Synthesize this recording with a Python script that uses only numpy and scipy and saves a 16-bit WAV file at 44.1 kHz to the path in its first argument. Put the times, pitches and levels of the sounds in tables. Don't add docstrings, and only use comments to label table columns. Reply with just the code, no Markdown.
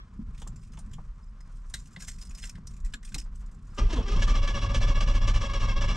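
import sys
import numpy as np
from scipy import signal
from scipy.fft import rfft, irfft
from scipy.io import wavfile
from scipy.ndimage import uniform_filter1d

SR = 44100
rng = np.random.default_rng(int(sys.argv[2]) if len(sys.argv) > 2 else 0)


def waveform_to_disk(signal):
    frames = np.transpose(np.atleast_2d(signal))
    scaled = np.clip(frames, -1, 1) * 32767
    samples = np.round(scaled).astype(np.int16)
    wavfile.write(sys.argv[1], SR, samples)


def undo_db(level):
    steps = np.asarray(level, float) / 20
    return 10 ** steps


N = 262836
T = np.arange(N) / SR

# start_s, load_db, grind_db (over the whine), tooth_rate_hz (at the bite),
# swell_db (over the stroke)
STROKES = [(4.217, -34, -2, 574, -7), (4.27, -36, -4, 592, 3), (4.342, -35, -8, 585, -2),
           (4.42, -35, -9.5, 569, 0), (4.472, -35, -8.5, 584, -1), (4.536, -36, -8, 577, 4),
           (4.608, -36, -8, 575, 2), (4.688, -36, -14, 560, 0), (4.74, -35, -2.5, 584, -4),
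           (4.805, -35, -7.5, 585, 2), (4.87, -35, -6.5, 581, 0), (4.946, -37, -11, 563, 2),
           (5.003, -33.5, -7, 581, -5), (5.065, -36, -8, 580, 2), (5.139, -37, -5.5, 575, -2),
           (5.208, -38, -12.5, 560, 2), (5.272, -36, -3, 586, -2), (5.335, -37.5, -5, 586, 2),
           (5.402, -38, -6, 584, 5), (5.488, -37, -12, 557, 0), (5.531, -36, -8.5, 579, 0),
           (5.597, -37, -7.5, 578, 5), (5.676, -36, -10, 566, -1), (5.757, -36, -14, 551, 1),
           (5.806, -35.5, -9, 576, 2), (5.877, -35, -9, 577, 4), (5.945, -35, -9, 570, 0)]
# start_s, load_db, start_hz, end_hz (tooth rate), grind_db
SPIN_UP = [
    (3.777, -32, 408, 400, -5),
    (3.897, -39, 332, 345, -8),
    (3.922, -36, 345, 312, -4),
    (3.955, -38, 280, 215, -9),
    (4.022, -45, 343, 370, -11),
    (4.058, -41, 380, 398, -10),
    (4.075, -36.5, 399, 402, -10),
    (4.112, -38, 410, 414, -8),
    (4.157, -39, 534, 528, -7),
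    (4.187, -40, 552, 560, -7),
]
# pitch_hz, width_hz, level_db
KEY_MODES = [(2550, 70, -14), (5120, 35, 0), (5500, 50, -4), (6200, 40, -5), (7000, 50, -3), (7350, 40, -1),
             (8260, 40, -6), (8720, 35, -3)]


def evened(x):
    return x / np.sqrt(np.mean(x ** 2) + 1e-20)


def read(points, hz):
    f, value = np.transpose(points)
    return np.interp(np.log(hz + 1), np.log(f + 1), value)


def curves(rows):
    s, *columns = np.transpose(rows)
    return [np.interp(T, s, column, left=-120) for column in columns]


def coloured(x, points):
    hz = np.fft.rfftfreq(len(x), 1 / SR)
    beyond_db = -24 * np.log2(np.maximum(hz / points[-1][0], 1))
    return evened(irfft(rfft(x) * undo_db(read(points, hz) + beyond_db), len(x)))


def drift(hz):
    return evened(signal.sosfilt(signal.butter(2, hz, fs=SR, output="sos"), rng.standard_normal(N)))


def resonate(x, hz, width):
    r = np.exp(-np.pi * width / SR)
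    turn = 2 * np.pi * hz / SR
    return signal.lfilter([1 - r], [1, -2 * r * np.cos(turn), r * r], x) * 2 * np.sin(turn)


def muffled(x, hz):
    return signal.sosfilt(signal.butter(4, hz, fs=SR, output="sos"), x)


def add(mix, s, sound):
    part = mix[round(s * SR):][:len(sound)]
    part += sound[:len(part)]


def strokes():
    # speed_loss_hz (of tooth rate), rise_s
    cylinders = [(16, .009), (14, .016), (25, .022), (7, .019), (22, .008), (20, .017), (21, .022),
                 (4, .018)]
    rows = [(*row, .012, 0) for row in SPIN_UP]
    for k, (s, load_db, grind_db, hz, swell_db) in enumerate(STROKES):
        loss, rise = cylinders[k % len(cylinders)]
        rows.append((s, load_db, hz, hz - loss, grind_db, rise, swell_db))
    return np.transpose(rows)


def gear_whine(turns, hz, stall_db, on):
    # pitch_hz, level_db
    teeth_path = [(220, 8), (320, 5), (405, 0), (460, 7), (530, -8), (555, 4), (572, -4), (590, -6),
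                  (800, -9), (1110, 6), (1145, -2), (1180, 9), (1240, -1), (1400, -3), (1670, -2.5),
                  (2270, -4), (2700, 1), (2850, -3), (3380, -2), (3520, -10), (4000, -9), (4550, -15),
                  (5000, -11), (5640, -7), (5850, -10), (6300, -30), (7500, -20), (9000, -50)]
    flutter = drift(33.3)
    whine = 0
    for m in range(1, 17):
        tilt = np.maximum(1 - m * hz / 900, np.clip(m * hz / 1200 - 3, -1, -.1))
        level = undo_db(read(teeth_path, m * hz) + stall_db * tilt)
        rough = 1 + .55 * np.roll(flutter, 9001 * m)[on]
        uneven = .3 * np.sqrt(m) * np.roll(flutter, 4003 * m + 2000)[on]
        whine = whine + level * rough * np.cos(2 * np.pi * (m * turns + rng.random()) + uneven)
    return whine


def bell_housing(scrape):
    # pitch_hz, width_hz, level_db
    bell_modes = [(1075.5, 93, -0.5), (1190, 35, 2), (1746.8, 42, -8.5), (2259, 126, -1), (2800, 94, -5),
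                  (3405, 40, -4), (5650, 110, -4.5), (4990, 120, -14), (456, 20, -8), (951, 20, -8),
                  (2685, 40, -5), (3666, 40, -12), (4300, 100, -14)]
    return evened(sum(undo_db(db) * evened(resonate(resonate(scrape, f, w), f, 4 * w)) for f, w, db in bell_modes))


def starter():
    # pitch_hz, level_db (per Hz)
    grind_colour = [(180, -48), (300, -21), (562, 2.5), (775, -29.5), (1160, -5), (1320, -16), (1730, -0.5),
                    (1880, -19), (2250, -6), (2480, -12), (2760, -1), (3400, -3), (3600, -11), (3900, -6),
                    (4150, -14), (4400, -6), (4650, -14), (5000, -8), (5400, -15), (5690, -6),
                    (8780, -22.5), (13500, -50)]
    s, load_db, start_hz, end_hz, grind_db, rise, swell_db = strokes()
    start = s - rise / 2
    k = np.clip(np.searchsorted(start, T) - 1, 0, len(s) - 1)
    age = T - start[k]
    gone = np.clip(age / np.diff(start, append=start[-1] + 0.039)[k], 0, 1)
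    bite = np.clip(age / rise[k], 0, 1)
    spinning_up = k < len(SPIN_UP)

    slack_db = 14 * np.where(spinning_up, .45, 1)
    slack = (1 + 2 * (k == 0)) * (1 - np.sin(np.pi / 2 * bite)) + gone ** 3.99
    level_db = load_db[k] + swell_db[k] * (2 * gone - .5) - slack_db * slack
    level_db = level_db - 320 * np.minimum(age, .05) * (k == 0)
    linger = np.exp(-1 / (0.00579 * SR))
    load = signal.lfilter([1 - linger], [1, -linger], undo_db(level_db) * (age > 0))

    extra_loss = 1 + 1.2 * np.clip(T - 5.3, 0, .35) * (T < 5.75)
    lost = np.where(spinning_up, gone ** .6, extra_loss * (1 - np.exp(-(age / .03) ** 2)))
    on = slice(np.argmax(age > 0), N)
    hz = uniform_filter1d(start_hz[k] + (end_hz - start_hz)[k] * lost, 300)[on]
    hz = hz * (1 + .007 * (565 / hz) ** 2.5 * drift(45)[on])
    turns = np.cumsum(hz) / SR
    meshed = k[on] > 0

    whine = gear_whine(turns, hz, 9 * np.log2(565 / hz) * meshed, on)
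    tooth = 1.4 + np.exp(-(turns % 1) / 0.16)
    scrape = tooth * rng.standard_normal(len(hz)) * undo_db(1.286 * drift(97)[on])
    grind = coloured(scrape, grind_colour)
    after = age - rise[k]
    clash = .011 / rise[k] * np.exp(-np.maximum(after, 0) / 0.01343) * (after > 0)
    clash = 0.7305 + .85 * clash[on]

    out = np.zeros(N)
    bell_db = -6 + 7 * np.log2(hz / 565) * meshed
    out[on] = undo_db(-2) * evened(whine * clash ** .6) + undo_db(bell_db) * bell_housing(scrape)
    out[on] *= (load[on] / load[-SR:].mean() + .01) ** .02
    out[on] += undo_db(grind_db[k][on] + 1) * grind * clash
    return load * out, load


def rocking(load):
    # time_s, sway_db, twist_db
    rock_moves = [(3.77, -60, -51.5), (3.83, -14, -26), (3.92, -31.5, -34), (3.99, -39.5, -23),
                  (4.08, -31.5, -40), (4.17, -21, -27.5), (4.26, -21, -27.5), (4.46, -23, -35.5),
                  (4.59, -32.5, -33.5), (4.72, -29.5, -27), (4.85, -21, -27.5), (4.98, -23, -33),
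                  (5.11, -21, -30.5), (5.35, -22.5, -28), (5.5, -31.5, -35.5), (5.63, -24.5, -32.5),
                  (5.89, -24.5, -32), (5.96, -32, -33.5)]
    # pitch_hz, level_db (per Hz)
    shudder_colour = [(40, -48.5), (55, 1.5), (75, -7), (110, -8.5), (140, -19), (190, -58)]
    # pitch_hz, level_db (per Hz)
    rattle_colour = [(90, -26.5), (140, 0.5), (230, -0.5), (300, -8), (500, -17), (1000, -15),
                     (1400, -28.5)]
    s = np.array(STROKES)[::4, 0]
    pace = np.gradient(s) / 4
    angle = 2 * np.pi * np.cumsum(1 / np.interp(T, s, pace)) / SR
    angle = angle - np.interp(s[2], T, angle)
    sway_db, twist_db = curves(rock_moves)
    shudder_db = twist_db - 6 * (abs(T - 4) < .11)
    rattle_db = np.where(load > 0, -42.5 + 0.283 * (twist_db + 31), twist_db)

    first = undo_db(-11.0) * np.cos(angle - 2.6)
    second = np.cos(2 * angle + 0.957 + 0.557 * drift(8.77))
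    third = np.cos(3 * angle - 2.2 + 0.557 * drift(3.56))
    hum = np.cos(7 * angle + drift(5.4)) * np.clip((T - s[0]) / .1 + 1, 0, 1)
    shudder = coloured(rng.standard_normal(N), shudder_colour) + 0.614 * hum
    beat = (load / load[-SR:].mean() + 0.016) ** 0.8
    rattle = coloured(rng.standard_normal(N), rattle_colour) * beat
    out = undo_db(sway_db + 3) * (second + first) + undo_db(twist_db + 2) * third
    return out + undo_db(shudder_db - 1.5) * shudder + undo_db(rattle_db) * rattle


def clinks(bright, dull, shanks):
    # start_s, peak_db, ring_hz, dull_db
    loose = [(.3461, -54.5, 2396, -2), (.398, -48, 8500, -20), (.4172, -40.5, 3304, -5.5),
             (.4723, -51.5, 1880, -13.5), (.5593, -47.5, 7300, -11.5), (.719, -52, 5100, -12),
             (.7716, -49, 2090, -3), (.7885, -40.5, 9070, -18.5), (.8599, -58, 7600, -11),
             (.9333, -42, 3180, -7), (1.405, -52, 1730, -6), (1.7388, -22.5, 3850, -10),
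             (2.0036, -37, 5530, -5.5), (2.0204, -31.5, 7120, -11), (2.0811, -28.5, 7550, -8),
             (2.1836, -47, 5440, -8), (2.2127, -38, 5100, -17), (2.3082, -44, 2530, -8.5),
             (2.382, -40.5, 6900, -8.5), (2.4376, -34, 2730, -4.5), (2.553, -52, 1960, 6),
             (2.7367, -50, 7150, -9.5), (2.765, -49, 7200, -10), (2.9235, -52.5, 4960, -9),
             (3.029, -45.5, 1850, -4), (3.1193, -51, 2510, 4), (3.1816, -29, 5300, -15.5),
             (3.4105, -56.5, 1930, -3), (3.4595, -54.5, 7080, -9.5), (3.6696, -56.5, 6820, -15.5)]
    # start_s, peak_db, ring_hz, dull_db
    snaps = [(.4738, -35, 7600, -24.5), (.9133, -53, 2030, -5.5), (1.698, -43.5, 9460, -15.5),
             (1.786, -48, 7300, -20), (1.798, -46, 7300, -20), (1.8567, -48.5, 2800, -31),
             (1.9624, -49.5, 3470, 15.5), (2.3487, -35.5, 5120, -20), (2.4286, -38, 5110, -3.5),
             (2.494, -32.5, 5470, -12), (2.6705, -33, 5840, -35), (2.802, -50, 7120, -22),
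             (2.9369, -29, 3500, 2), (3.1442, -21, 3990, -10.5), (3.199, -38, 5250, -14),
             (3.3553, -47.5, 8000, -15.5)]
    # start_s, peak_db, ring_hz, dull_db
    drags = [(.377, -50.5, 3700, -1.5), (.6315, -54, 2530, -5), (.734, -53, 6400, -4.5),
             (2.8464, -44, 7700, -10), (3.048, -40, 8720, -14), (3.5134, -55.5, 7520, -24.5),
             (3.7454, -54, 7300, -20), (3.764, -54, 3000, 0)]
    # start_s, peak_db, ring_hz, dull_db
    ticks = [(1.935, -50, 7300, -20), (2.048, -42, 7350, -12), (2.073, -38, 7400, -14),
             (2.112, -42, 8260, -10), (2.14, -46, 7360, -15), (2.252, -44, 8700, -15),
             (2.27, -45, 5120, -15), (2.2926, -44, 7050, -18), (2.374, -43, 6200, -12),
             (2.396, -42, 8260, -12), (2.42, -41, 5120, -12), (2.453, -38, 7400, -8),
             (2.471, -40, 5500, -12), (2.579, -56, 5500, -15), (2.86, -48, 7350, -5), (3.075, -50, 1650, 0),
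             (3.089, -47, 7350, -10), (3.214, -46, 5120, -6), (3.241, -54, 7350, -15),
             (3.545, -56, 7350, -20)]
    lock_modes_hz = [1650, 2050, 2600, 3000, 3450]
    rise = .0035
    out, t = np.zeros(N), np.arange(6000) / SR
    onset = 1 - np.exp(-(t / rise) ** 2)
    for table, t60 in [(loose, 0.136), (snaps, 0.0791), (drags, 0.3), (ticks, .07)]:
        for s, db, hz, dull_db in table:
            two = rng.integers(1, len(shanks))
            one = np.argmin([abs(f - hz) for f, _, _ in KEY_MODES]) if hz > 4500 else two
            part = slice(round(s * SR), round(s * SR) + len(t))
            body = (np.exp(-t / 0.009) + undo_db(-14)) * undo_db(-60 * t / t60)
            struck = undo_db(-9) * evened(muffled(resonate(rng.standard_normal(len(t)), hz, 220), 10000))
            hard_db = .25 * (db + 40)
            ring = .2 * undo_db(-2 * max(hard_db, 0) - 60 * t / .1)
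            ring = ring * (shanks[one][part] + .5 * shanks[two][part])
            lock_hz = lock_modes_hz[two % len(lock_modes_hz)]
            barrel = .6 * dull[part] + undo_db(-5) * evened(resonate(dull[part], lock_hz, 220))
            scrape = .45 * bright[part] + undo_db(dull_db) * barrel + struck
            add(out, s - rise / 2, undo_db(db) * onset * (body * scrape + ring))
    return out


def jingle(bright, dull, shanks):
    # peak_s, peak_db, fall_s (to rise or fall by 10 dB)
    shakes = [(.15, -84, .15), (.4, -73.5, 0.0646), (.62, -69.5, 0.0573), (.96, -78, .11),
              (1.22, -79, 0.1051), (1.55, -73.5, 0.0738), (1.8, -66, 0.0943), (2.01, -60, 0.0443),
              (2.099, -57, 0.0373), (2.232, -55, 0.03), (2.4, -59, 0.04), (2.48, -63, 0.0363),
              (2.725, -67, .045), (2.9, -73, 0.03), (3.11, -68, 0.0383), (3.2, -64, 0.0038),
              (3.4, -74, .055), (3.751, -72, 0.09)]
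    touch = undo_db(4 * np.minimum(rng.exponential(1, N), 5)) * (rng.random(N) < 350 / SR)
    which = rng.integers(0, len(KEY_MODES), N)
    pings = evened(sum(undo_db(db) * resonate(touch * (which == k), f, w) / w
                       for k, (f, w, db) in enumerate(KEY_MODES)))
    rustle = np.roll(bright + undo_db(-8) * dull + 0.12 * sum(shanks), SR)
    rustle = rustle * undo_db(4.34 * drift(47))
    shaken = sum(undo_db(db - 10 * abs(T - s) / fall) for s, db, fall in shakes)
    return shaken * (rustle + undo_db(-3) * muffled(pings, 8600))


def keys():
    # pitch_hz, level_db
    bright_colour = [(2000, -17), (3500, -13), (5500, -0.5), (8500, -1.5), (10500, -11), (13000, -14),
                     (16000, -28)]
    # pitch_hz, level_db
    dull_colour = [(400, -28), (900, -31), (1500, -3), (2800, -1.5), (4300, -4.5), (6500, -40)]
    a, b, c = rng.standard_normal((3, N))
    shanks = [undo_db(db) * evened(muffled(resonate(b, f, w), 9480)) for f, w, db in KEY_MODES]
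    bright = coloured(a, bright_colour) * undo_db(2.21 * drift(280))
    dull = coloured(c, dull_colour)
    return clinks(bright, dull, shanks) + jingle(bright, dull, shanks)


def knocks():
    # start_s, peak_db, pitch_hz, t60_s (to fall by 60 dB), top_db
    blows = [(0.188, -31, 221.5, 0.17, -29.5), (0.418, -43.5, 151, 0.142, -1.5),
             (0.464, -44.5, 160.7, 0.172, -3), (0.774, -39.5, 153, 0.205, -10),
             (0.942, -38.5, 149, 0.186, -31), (0.983, -34.5, 166.4, 0.105, -5.5),
             (1.197, -58, 172, 0.072, 5.5), (1.406, -44, 153, 0.082, -19.5),
             (1.739, -33.5, 158.4, 0.121, -45), (1.966, -37.5, 172, 0.149, -12.5),
             (2.582, -38.5, 201, 0.059, -12), (2.943, -41, 217, 0.155, -26), (3.154, -37, 300, 0.12, -4),
             (3.427, -48, 173.3, 0.177, -10), (3.787, -25.5, 250.5, 0.1044, -3),
             (3.786, -35, 1215, .13, -10), (3.83, -31, 150, .25, -22), (4.158, -26, 175, 0.2, -13),
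             (4.16, -40, 1085, .12, -20), (4.165, -33, 320, .16, -15), (4.185, -33, 230, .12, -15),
             (4.09, -36, 375, .12, -20), (4.11, -43, 1670, .15, -20), (3.795, -36, 620, .15, -6),
             (3.81, -36, 400, .15, -10), (3.905, -43, 960, .3, -20), (3.965, -35, 458, .25, -12)]
    out, t = np.zeros(N), np.arange(8000) / SR
    for s, db, hz, t60, top_db in blows:
        noise = rng.standard_normal(len(t))
        panel = evened(resonate(resonate(noise, hz, 45), hz, 135))
        wood = evened(muffled(resonate(resonate(noise, 1040, 930), 1010, 900), 3000))
        top = undo_db(top_db - 40 * t / t60) * wood
        add(out, s, undo_db(db - 2.5 - 60 * t / t60) * (1 - np.exp(-t / 0.0013)) * (panel + top))
    return out


def cabin():
    # time_s, springs_db (car on its springs), seat_db (seat and floor)
    seat_moves = [(0, -43, -56), (.15, -48, -46), (.3, -35, -48.5), (.5, -40, -46), (.75, -44, -49),
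                  (.9, -39, -46), (1.15, -39, -55), (1.5, -44, -53), (1.68, -37, -52.5), (1.93, -51, -50),
                  (2.15, -39, -49), (2.4, -38, -52), (2.57, -48, -46.5), (2.86, -31, -50), (3.01, -46, -54),
                  (3.15, -38.5, -43), (3.3, -31.5, -50.5), (3.6, -44, -49.5)]
    # pitch_hz, level_db
    boom_colour = [(14, -70.5), (24, 15.5), (34, 11.5), (48, 7), (65, -0.5), (90, -56.5)]
    # pitch_hz, level_db
    body_colour = [(45, -5), (65, 2), (110, -2), (160, -5), (220, -7), (300, -26), (450, -30), (800, -72.5)]
    # pitch_hz, level_db
    air_colour = [(300, -9), (600, -13), (880, -14), (1050, -4), (1400, -9), (2000, -17), (3500, -25),
                  (6000, -26.5), (9000, -35), (11000, -43.5), (13000, -77.5)]
    boom_db, body_db = curves(seat_moves)
    a, b, c = rng.standard_normal((3, N))
    boom = undo_db(boom_db) * coloured(a, boom_colour)
    body = undo_db(body_db + 2 * drift(7.2)) * coloured(b, body_colour)
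    air = undo_db(-66.5 + 2.24 * drift(16)) * coloured(c, air_colour)
    return boom + body + air


def ports(x):
    # pitch_hz, side_db (side minus middle)
    wide = [(25, -45.5), (60, -36), (200, -22), (700, -16), (1300, -7.5), (2400, -13.5), (4400, -12),
            (8000, -26), (14000, 3)]
    # pitch_hz, lag_radians
    lag = [(100, 0.039), (1100, 0.464), (2900, 0.826), (5500, 0.444), (9000, 0.51)]
    # pitch_hz, lean_db
    lean = [(250, 0), (550, -.5), (1100, 4.5), (2000, 0), (4500, -.8)]
    # pitch_hz, level_db
    mic = [(9000, 0), (11000, -5.5), (13000, -4.5), (14500, -11), (15500, -19), (16000, -36)]
    hz = np.fft.rfftfreq(N, 1 / SR)
    taps = rng.standard_normal(3000) * np.exp(-np.arange(3000) / 900)
    apart = undo_db(read(wide, hz)) * rfft(taps / np.linalg.norm(taps), N)
    half = np.exp(-.5j * read(lag, hz)) * undo_db(.5 * read(lean, hz))
    return irfft(rfft(x) * undo_db(read(mic, hz)) * np.array([half + apart, 1 / half - apart]), N)


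def scene():
    whine, load = starter()
    return ports(whine + rocking(load) + keys() + knocks() + cabin())


def low_pass(x):
    return signal.sosfilt(signal.butter(12, 15570, fs=SR, output="sos"), x)


def record(dry):
    return low_pass(dry)


dry = scene()
out = record(dry)
waveform_to_disk(out)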